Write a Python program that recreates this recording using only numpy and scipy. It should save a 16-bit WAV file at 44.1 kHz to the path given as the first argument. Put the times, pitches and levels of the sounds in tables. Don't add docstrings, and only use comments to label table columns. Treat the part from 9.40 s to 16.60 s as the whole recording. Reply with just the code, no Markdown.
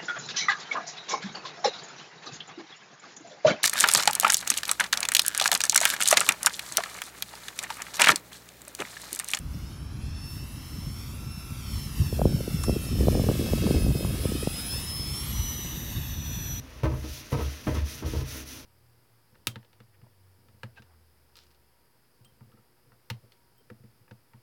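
import sys
import numpy as np
from scipy import signal
from scipy.io import wavfile
from scipy.ndimage import uniform_filter1d, map_coordinates

SR = 44100
rng = np.random.default_rng(int(sys.argv[2]) if len(sys.argv) > 2 else 0)


def ratio_of_db(decibels):
    return 10 ** (np.asarray(decibels, float) / 20)


def unload_wav(signal):
    wavfile.write(
        sys.argv[1],
        SR,
        np.round(np.clip(np.atleast_2d(signal).T, -1, 1) * 32767).astype(np.int16),
    )


N = 317520
T = np.arange(N) / SR
BLADES = 12

# time_s, hiss_db, treble_db (against the hiss)
HISS = [(0, -60, -4), (.2, -56, -6), (.48, -57.5, -10.5), (.78, -53.5, -14), (.9, -53, 1),
        (1.06, -53, -4.5), (1.9, -53, -3.5), (2.36, -48.5, -5), (2.85, -51, -0.5), (3.27, -47, -1.5),
        (3.8, -46.5, -3.5), (4.25, -42, -6.5), (4.5, -47, -1.5), (4.95, -43, -6.5), (5.5, -44.5, -4.5),
        (5.9, -43, -4.5), (6.68, -46, -2.5), (7.2, -46.5, -5)]
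# time_s, aim (0 nose on, 1 side on, 2 tail on)
AIM = [(0, 0.0067), (3.3, 0.2), (4.3, 0.41), (5.4, 1.2), (6, 1.2), (6.5, 1.56), (7.2, 1.58)]
# time_s, share (0-1)
ECHO = [(0, .7), (3.5, .66), (4.1, .48), (4.6, .6), (5.2, .55), (5.6, .55), (6.3, .62), (7.2, .68)]


def evened(x):
    return x / np.sqrt(np.mean(x ** 2) + 1e-20)


def curves(rows, t=T):
    s, *columns = np.transpose(rows)
    return [np.interp(t, s, column) for column in columns]


def read(points, hz):
    f, db = np.transpose(points)
    return np.interp(np.log(hz + 1), np.log(f + 1), db, left=-90, right=-90)


def add(mix, s, sound):
    part = mix[round(s * SR):][:len(sound)]
    part += sound[:len(part)]


def smooth(x, size):
    return uniform_filter1d(x, size=size, mode="nearest")


def flutter(rate):
    size = max(int(SR / rate), 1)
    wander = uniform_filter1d(rng.standard_normal(N), size, mode="wrap")
    return evened(uniform_filter1d(wander, size, mode="wrap"))


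def swell(start, end):
    progress = np.clip((T - start) / (end - start), 0, 1)
    return np.sqrt(np.sin(np.pi * progress).clip(0))


def noise(db_field, size, patchy_db):
    hop = size // 4
    hz = np.fft.rfftfreq(size, 1 / SR)
    t = np.arange(N // hop + 5) * hop / SR
    real, imaginary, patches = rng.standard_normal((len(t), len(hz), 3)).T
    patches = uniform_filter1d(patches, size=10, axis=0)
    patches = evened(uniform_filter1d(patches, size=12, axis=1))
    z = (real + 1j * imaginary) * ratio_of_db(db_field(hz[:, None], t) + patchy_db * patches)
    return evened(signal.istft(z, nperseg=size, noverlap=size - hop)[1][:N])


def fan_hiss():
    # pitch_hz, level_db (per Hz)
    inlet = [(500, -6), (1300, 1.7), (2000, 1), (3000, 3.9), (4200, 2), (5500, 3), (7000, -4), (8000, -7),
             (9500, -8), (11500, -8.5), (13500, -9.5), (15000, -14.5), (15700, -16)]
    side_on = [(500, -3.5), (1300, 0), (2200, -1), (3400, 5.5), (4500, -0.5), (5500, 0), (6600, -6),
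               (8000, -2.5), (9500, 0), (11500, -5.5), (13000, -5), (14500, -11), (15700, -6)]
    tailpipe = [(500, -13), (1300, -5), (2200, -0.5), (3000, -4), (3800, 6), (4900, -15), (6400, 2),
                (7800, -13.5), (9000, -12.5), (10200, -24), (11300, -3), (12500, 8.5), (13600, -5),
                (15700, -7)]

    def field(hz, t):
        def band_db(colour, low, high):
            inside = (hz[:, 0] > low) & (hz[:, 0] < high)
            return 10 * np.log10((ratio_of_db(colour[inside]) ** 2).sum(0))

        treble_db, aim = curves(HISS, t)[1], curves(AIM, t)[0]
        shares = [np.clip(1 - abs(aim - view), 0, 1) for view in range(3)]
        views = (inlet, side_on, tailpipe)
        colour = sum(share * read(view, hz) for share, view in zip(shares, views)) / sum(shares)
        colour = colour - band_db(colour, 1500, 5000)
        high_db = band_db(colour, 12500, 15500)
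        tilt = np.clip(np.log(hz / 5000 + 1e-9) / np.log(2.6), 0, 1)
        wavering_db = .9 * np.interp(t, T, flutter(14))
        return colour + tilt * (uniform_filter1d(treble_db, size=8) + wavering_db - high_db)

    hiss = noise(field, size=512, patchy_db=0.98)
    midband = signal.butter(4, [1500, 5000], "band", fs=SR, output="sos")
    hiss = hiss / np.std(signal.sosfilt(midband, hiss))
    level_db = uniform_filter1d(curves(HISS)[0], size=4000)
    return ratio_of_db(level_db + .5 * flutter(25) + 0.56 * flutter(5.5)) * hiss


def blade_hz():
    # time_s, pitch_hz
    pitch = [(0.0, 5183.0), (0.21, 5193.0), (0.42, 5350.0), (1.49, 5368.0), (1.6, 5407.0), (2.35, 5368.0),
             (3.0, 5368.0), (3.55, 5325.0), (4.21, 5181.0), (5.07, 5074.0), (5.2, 5096.0), (5.33, 5217.0),
             (5.67, 5205.0), (5.8, 5430.0), (5.93, 5845.0), (6.02, 5915.0), (6.23, 5952.0), (7.2, 5905.0)]
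    return smooth(curves(pitch)[0], 2600)


def shaft_angle():
    return 2 * np.pi * np.cumsum(blade_hz() / BLADES) / SR


def tone(multiple, gain, waver_db):
    turn = multiple * (shaft_angle() + .016 * flutter(45))
    return np.sqrt(2) * gain * ratio_of_db(waver_db * flutter(45)) * np.sin(turn)


def beamed():
    # aim (0-2), blade_db, octave_db, half_pitch_db
    beam = [(.02, -10.5, -12, -12.5), (.06, -1, -7.5, -6.5), (.14, -4.5, -8, -10), (.22, 0, -5, -6),
            (.33, -8, -19, -7.5), (.5, -1.5, 0.5, -5.5), (.85, -6.5, -8, -12.5), (1.15, 4.5, 1, -11),
            (1.5, -2, -9.5, -17), (1.64, 1.5, -1.5, -16), (1.75, 0, -5, -14)]
    level_db = uniform_filter1d(curves(HISS)[0], size=12000)
    return [ratio_of_db(level_db + db) for db in curves(beam, curves(AIM)[0])]


def twin(order):
    beats_per_s, null_s = 3.57, 3.66
    share = .8 * swell(3.3, 5.2)
    second_fan = share * np.exp(2j * np.pi * order * beats_per_s * (T - null_s))
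    return abs(1 - second_fan) / np.sqrt(1 + share ** 2)


def glints():
    shaft_orders = [(3, 1.5, 2.7, -10), (3, 2.9, 3.6, -12), (3, 3.9, 5.05, -6.5), (10, .62, 1.1, -7),
                    (10, 2, 3.6, -11), (10, 4.1, 5.2, -13), (11, 3.95, 4.75, -6.5), (11, 6.2, 7.1, -14),
                    (8.5, 4.3, 4.9, -14), (13, 2, 2.4, -13), (7, 5.9, 7.3, -15), (18, 2.8, 4.4, -15),
                    (18, 6.7, 7.4, -14), (21, .3, 1.9, -18), (25, 3.3, 7, -16), (27, 3.8, 4.3, -10),
                    (28, .7, 1.3, -14), (29, 1.4, 3.7, -13), (30.5, 4.2, 4.9, -9), (36, 3.7, 5.9, -11),
                    (36, -.2, .4, -12)]
    shaft = shaft_angle() + .015 * flutter(40)
    out = np.zeros(N)
    for multiple, start, end, db in shaft_orders:
        out += ratio_of_db(db + 2.2 * flutter(10)) * swell(start, end) * np.sin(multiple * shaft)
    return ratio_of_db(uniform_filter1d(curves(HISS)[0], size=12000)) * out


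def echo_of(x):
    # time_s, delay_ms
    lag = [(0, 1.493), (.53, 1.236), (1.185, .996), (1.46, .963), (1.935, .76), (2.19, .845), (2.6, 1.055),
           (2.95, 1.316), (3.435, 1.601), (3.955, 1.77), (4.58, 1.915), (4.83, 1.78), (5.1, 1.5),
           (5.4, 1.07), (5.55, .952), (5.705, .904), (6.35, 1.047), (7.2, 1.203)]
    lag_ms = smooth(curves(lag)[0], 4000) + .006 * flutter(30)
    return map_coordinates(x, [np.arange(N) - lag_ms * SR / 1000], order=3)


def off_pavement(x):
    dull = signal.filtfilt(*signal.butter(1, 10000, fs=SR), echo_of(x))
    share, = curves(ECHO)
    return (x + share * (1 + 0.19 * flutter(12)) * dull) / np.sqrt(1 + share ** 2)


def whine():
    blade, octave, _ = beamed()
    spool = ratio_of_db(-10 * (np.gradient(blade_hz()) * SR / 3000) ** 4)
    low = tone(BLADES, blade * spool * twin(order=1), 1.2) + ratio_of_db(-1.5) * glints()
    high = tone(2 * BLADES, octave * twin(order=2), 2.2)
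    return low + high + curves(ECHO)[0] ** 3 * echo_of(2.6 * low + 1.7 * high)


def jet():
    hum = tone(BLADES / 2, beamed()[2], 1.2)
    return off_pavement(fan_hiss() + hum) + whine()


def puff(hz, ms):
    t = np.arange(-.02, .02, 1 / SR)
    u = t / (ms / 1000)
    cycles = hz * t * (1 - 0.25 * np.tanh(u)) + rng.random()
    return np.exp(-1.6 * u ** 2) * np.cos(2 * np.pi * cycles)


def eddy_patter():
    patter = np.zeros(N)
    for hz in np.geomspace(150, 560, num=14):
        strength = ratio_of_db(2.1 * np.minimum(rng.exponential(1, N), 3))
        strikes = strength * (rng.random(N) < 26 / SR)
        eddy = puff(hz, 1100 / hz) * ratio_of_db(-1.5 * np.log2(hz / 300))
        patter += signal.oaconvolve(strikes, eddy, "same")
    return patter


def wind():
    # time_s, rumble_db, buffet_db (against the rumble)
    gusts = [(0, -35.5, -21), (2.1, -37.5, -19), (2.3, -33.5, -23), (2.52, -38.5, -12), (2.61, -25, -24),
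             (2.67, -33, -20), (2.87, -22, -11), (3.07, -35, -8), (3.15, -29, -12), (3.23, -30.5, -13),
             (3.3, -24, -8), (3.45, -31, -11), (3.56, -23, -9), (4.1, -28, -1.5), (4.45, -23.5, -7),
             (4.7, -30, -6.5), (5.15, -35.5, -11), (7.2, -34.5, -18)]
    # pitch_hz, level_db (per Hz)
    rumble_colour = [(12, -56), (20, -55), (36, -10), (65, 2.5), (97, -3.5), (145, -3), (173, -12.5),
                     (211, -10), (330, -23), (430, -34.5), (730, -120)]
    # time_s, peak_db, pitch_hz
    pushes = [(.16, -25, 110), (1.389, -25, 150), (1.475, -26.5, 158), (1.979, -30, 170),
              (2.949, -13.5, 118), (4.12, -19, 70), (4.52, -19, 150), (4.895, -21.5, 200),
              (4.956, -23.5, 303), (3.148, -18, 170), (6.0, -20.5, 70), (6.98, -27.5, 140)]
    # time_s, peak_db, pitch_hz, length_ms
    pops = [(2.729, -20.5, 433, 4), (2.796, -20.5, 610, 7.8), (2.818, -13, 680, 3.2),
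            (2.856, -8.5, 464, 3.4), (3.009, -22, 485, 6), (3.08, -21.5, 440, 5), (3.285, -17, 410.0, 5.2),
            (3.296, -13, 530, 2.7), (3.366, -20, 422, 10), (3.61, -17, 450.0, 4.8),
            (3.673, -17.5, 436, 5.3), (3.685, -8.5, 544, 3), (3.753, -16, 555, 3.1),
            (3.797, -14.5, 577, 1.9), (3.841, -18, 513, 3.4), (3.889, -11.5, 490.0, 0.89),
            (3.899, -15, 450, 4.8), (3.915, -16, 440.0, 2.5), (4.013, -22, 453, 4.4),
            (4.136, -14.5, 520, 4), (4.268, -20, 580.0, 0.95), (4.277, -17.5, 480, 5),
            (4.31, -15, 404, 6.1), (4.466, -19, 520, 2), (4.61, -22.5, 490, 4), (4.649, -17.5, 560, 1.13),
            (4.856, -17, 500, 4.8), (4.921, -19.5, 430, 4), (5.032, -25, 480, 10), (5.074, -15.5, 485, 2.4)]
    rumble_db, buffet_db = curves(gusts)
    rumble = noise(lambda hz, t: read(rumble_colour, hz) + 0 * t, size=2048, patchy_db=1.19)
    lumps = ratio_of_db(1.38 * flutter(36) + 1.04 * flutter(4.8))
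    buffeting = ratio_of_db(buffet_db + 0.5) * evened(lumps * eddy_patter())
    out = ratio_of_db(rumble_db) * (evened(lumps * rumble) + buffeting)
    for s, db, hz in pushes:
        add(out, s - .02, ratio_of_db(db) * puff(hz, 7.7))
    for s, db, hz, ms in pops:
        add(out, s - .02, ratio_of_db(db - 1.0) * puff(0.88 * hz, 0.66 * ms))
        add(out, s - .018, ratio_of_db(db + 1) * puff(124, 3.05))
        add(out, s - .021, ratio_of_db(1.28 * db - 12.5) * puff(1.66 * hz, 1.56))
    return out


def road_wash():
    # pitch_hz, level_db (per Hz)
    far_colour = [(180, -25), (300, 5), (428, -11.5), (511, -9), (735, -9.5), (1270, -6.5), (1780, -14),
                  (2500, -16.5), (3250, -26), (5500, -120)]
    wash = noise(lambda hz, t: read(far_colour, hz) + 0 * t, size=1024, patchy_db=1.0)
    return ratio_of_db(-48.5 - 6.0) * wash


def insect():
    # start_s, length_s, level_db, pitch_hz
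    chirps = [
        (.132, .03, -53, 5440),
        (.252, 0.039, -54, 5230),
        (0.976, 0.028, -50, 5300),
    ]
    out = np.zeros(N)
    for s, length, db, hz in chirps:
        t = np.arange(0, length, 1 / SR)
        scrapes = np.sin(np.pi * 155 * t) ** 4 * np.sin(np.pi * t / length) ** .6
        jolts = 2 * np.pi * rng.random(8)[(155 * t).astype(int) % 8]
        rising_t = t + 0.96 * (t - length / 2) ** 2
        add(out, s, ratio_of_db(db + 7.0) * scrapes * np.sin(2 * np.pi * hz * rising_t + jolts))
    return out


def ticks():
    # start_s, peak_db, pitch_hz, t20_s (time to fall 20 dB)
    clicks = [
        (.187, -42, 6200, .002),
        (3.235, -25, 7200, 0.017),
        (3.238, -24.5, 990, 0.012),
        (3.236, -33, 3000, 0.0089),
    ]
    out = np.zeros(N)
    t = np.arange(2000) / SR
    for s, db, hz, t20 in clicks:
        band = signal.butter(2, [hz * .75, hz * 1.5], "band", fs=SR)
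        burst = signal.lfilter(*band, rng.standard_normal(len(t)))
        add(out, s, ratio_of_db(db - 60 * t / (3 * t20)) * evened(burst) * .5)
    return out


def scene():
    return (jet() + wind() + road_wash() + insect() + ticks())[None]


def low_pass(x):
    return signal.sosfilt(signal.butter(12, 16120, fs=SR, output="sos"), x)


def record(dry):
    bass_cut = signal.butter(3, 30, "high", fs=SR, output="sos")
    treble_cut = signal.firwin(1023, 15760, window=("kaiser", 9), fs=SR)
    mix = signal.sosfilt(bass_cut, dry)
    mix = signal.oaconvolve(mix, treble_cut[None], "same")
    return low_pass(mix)


dry = scene()
out = record(dry)
unload_wav(out)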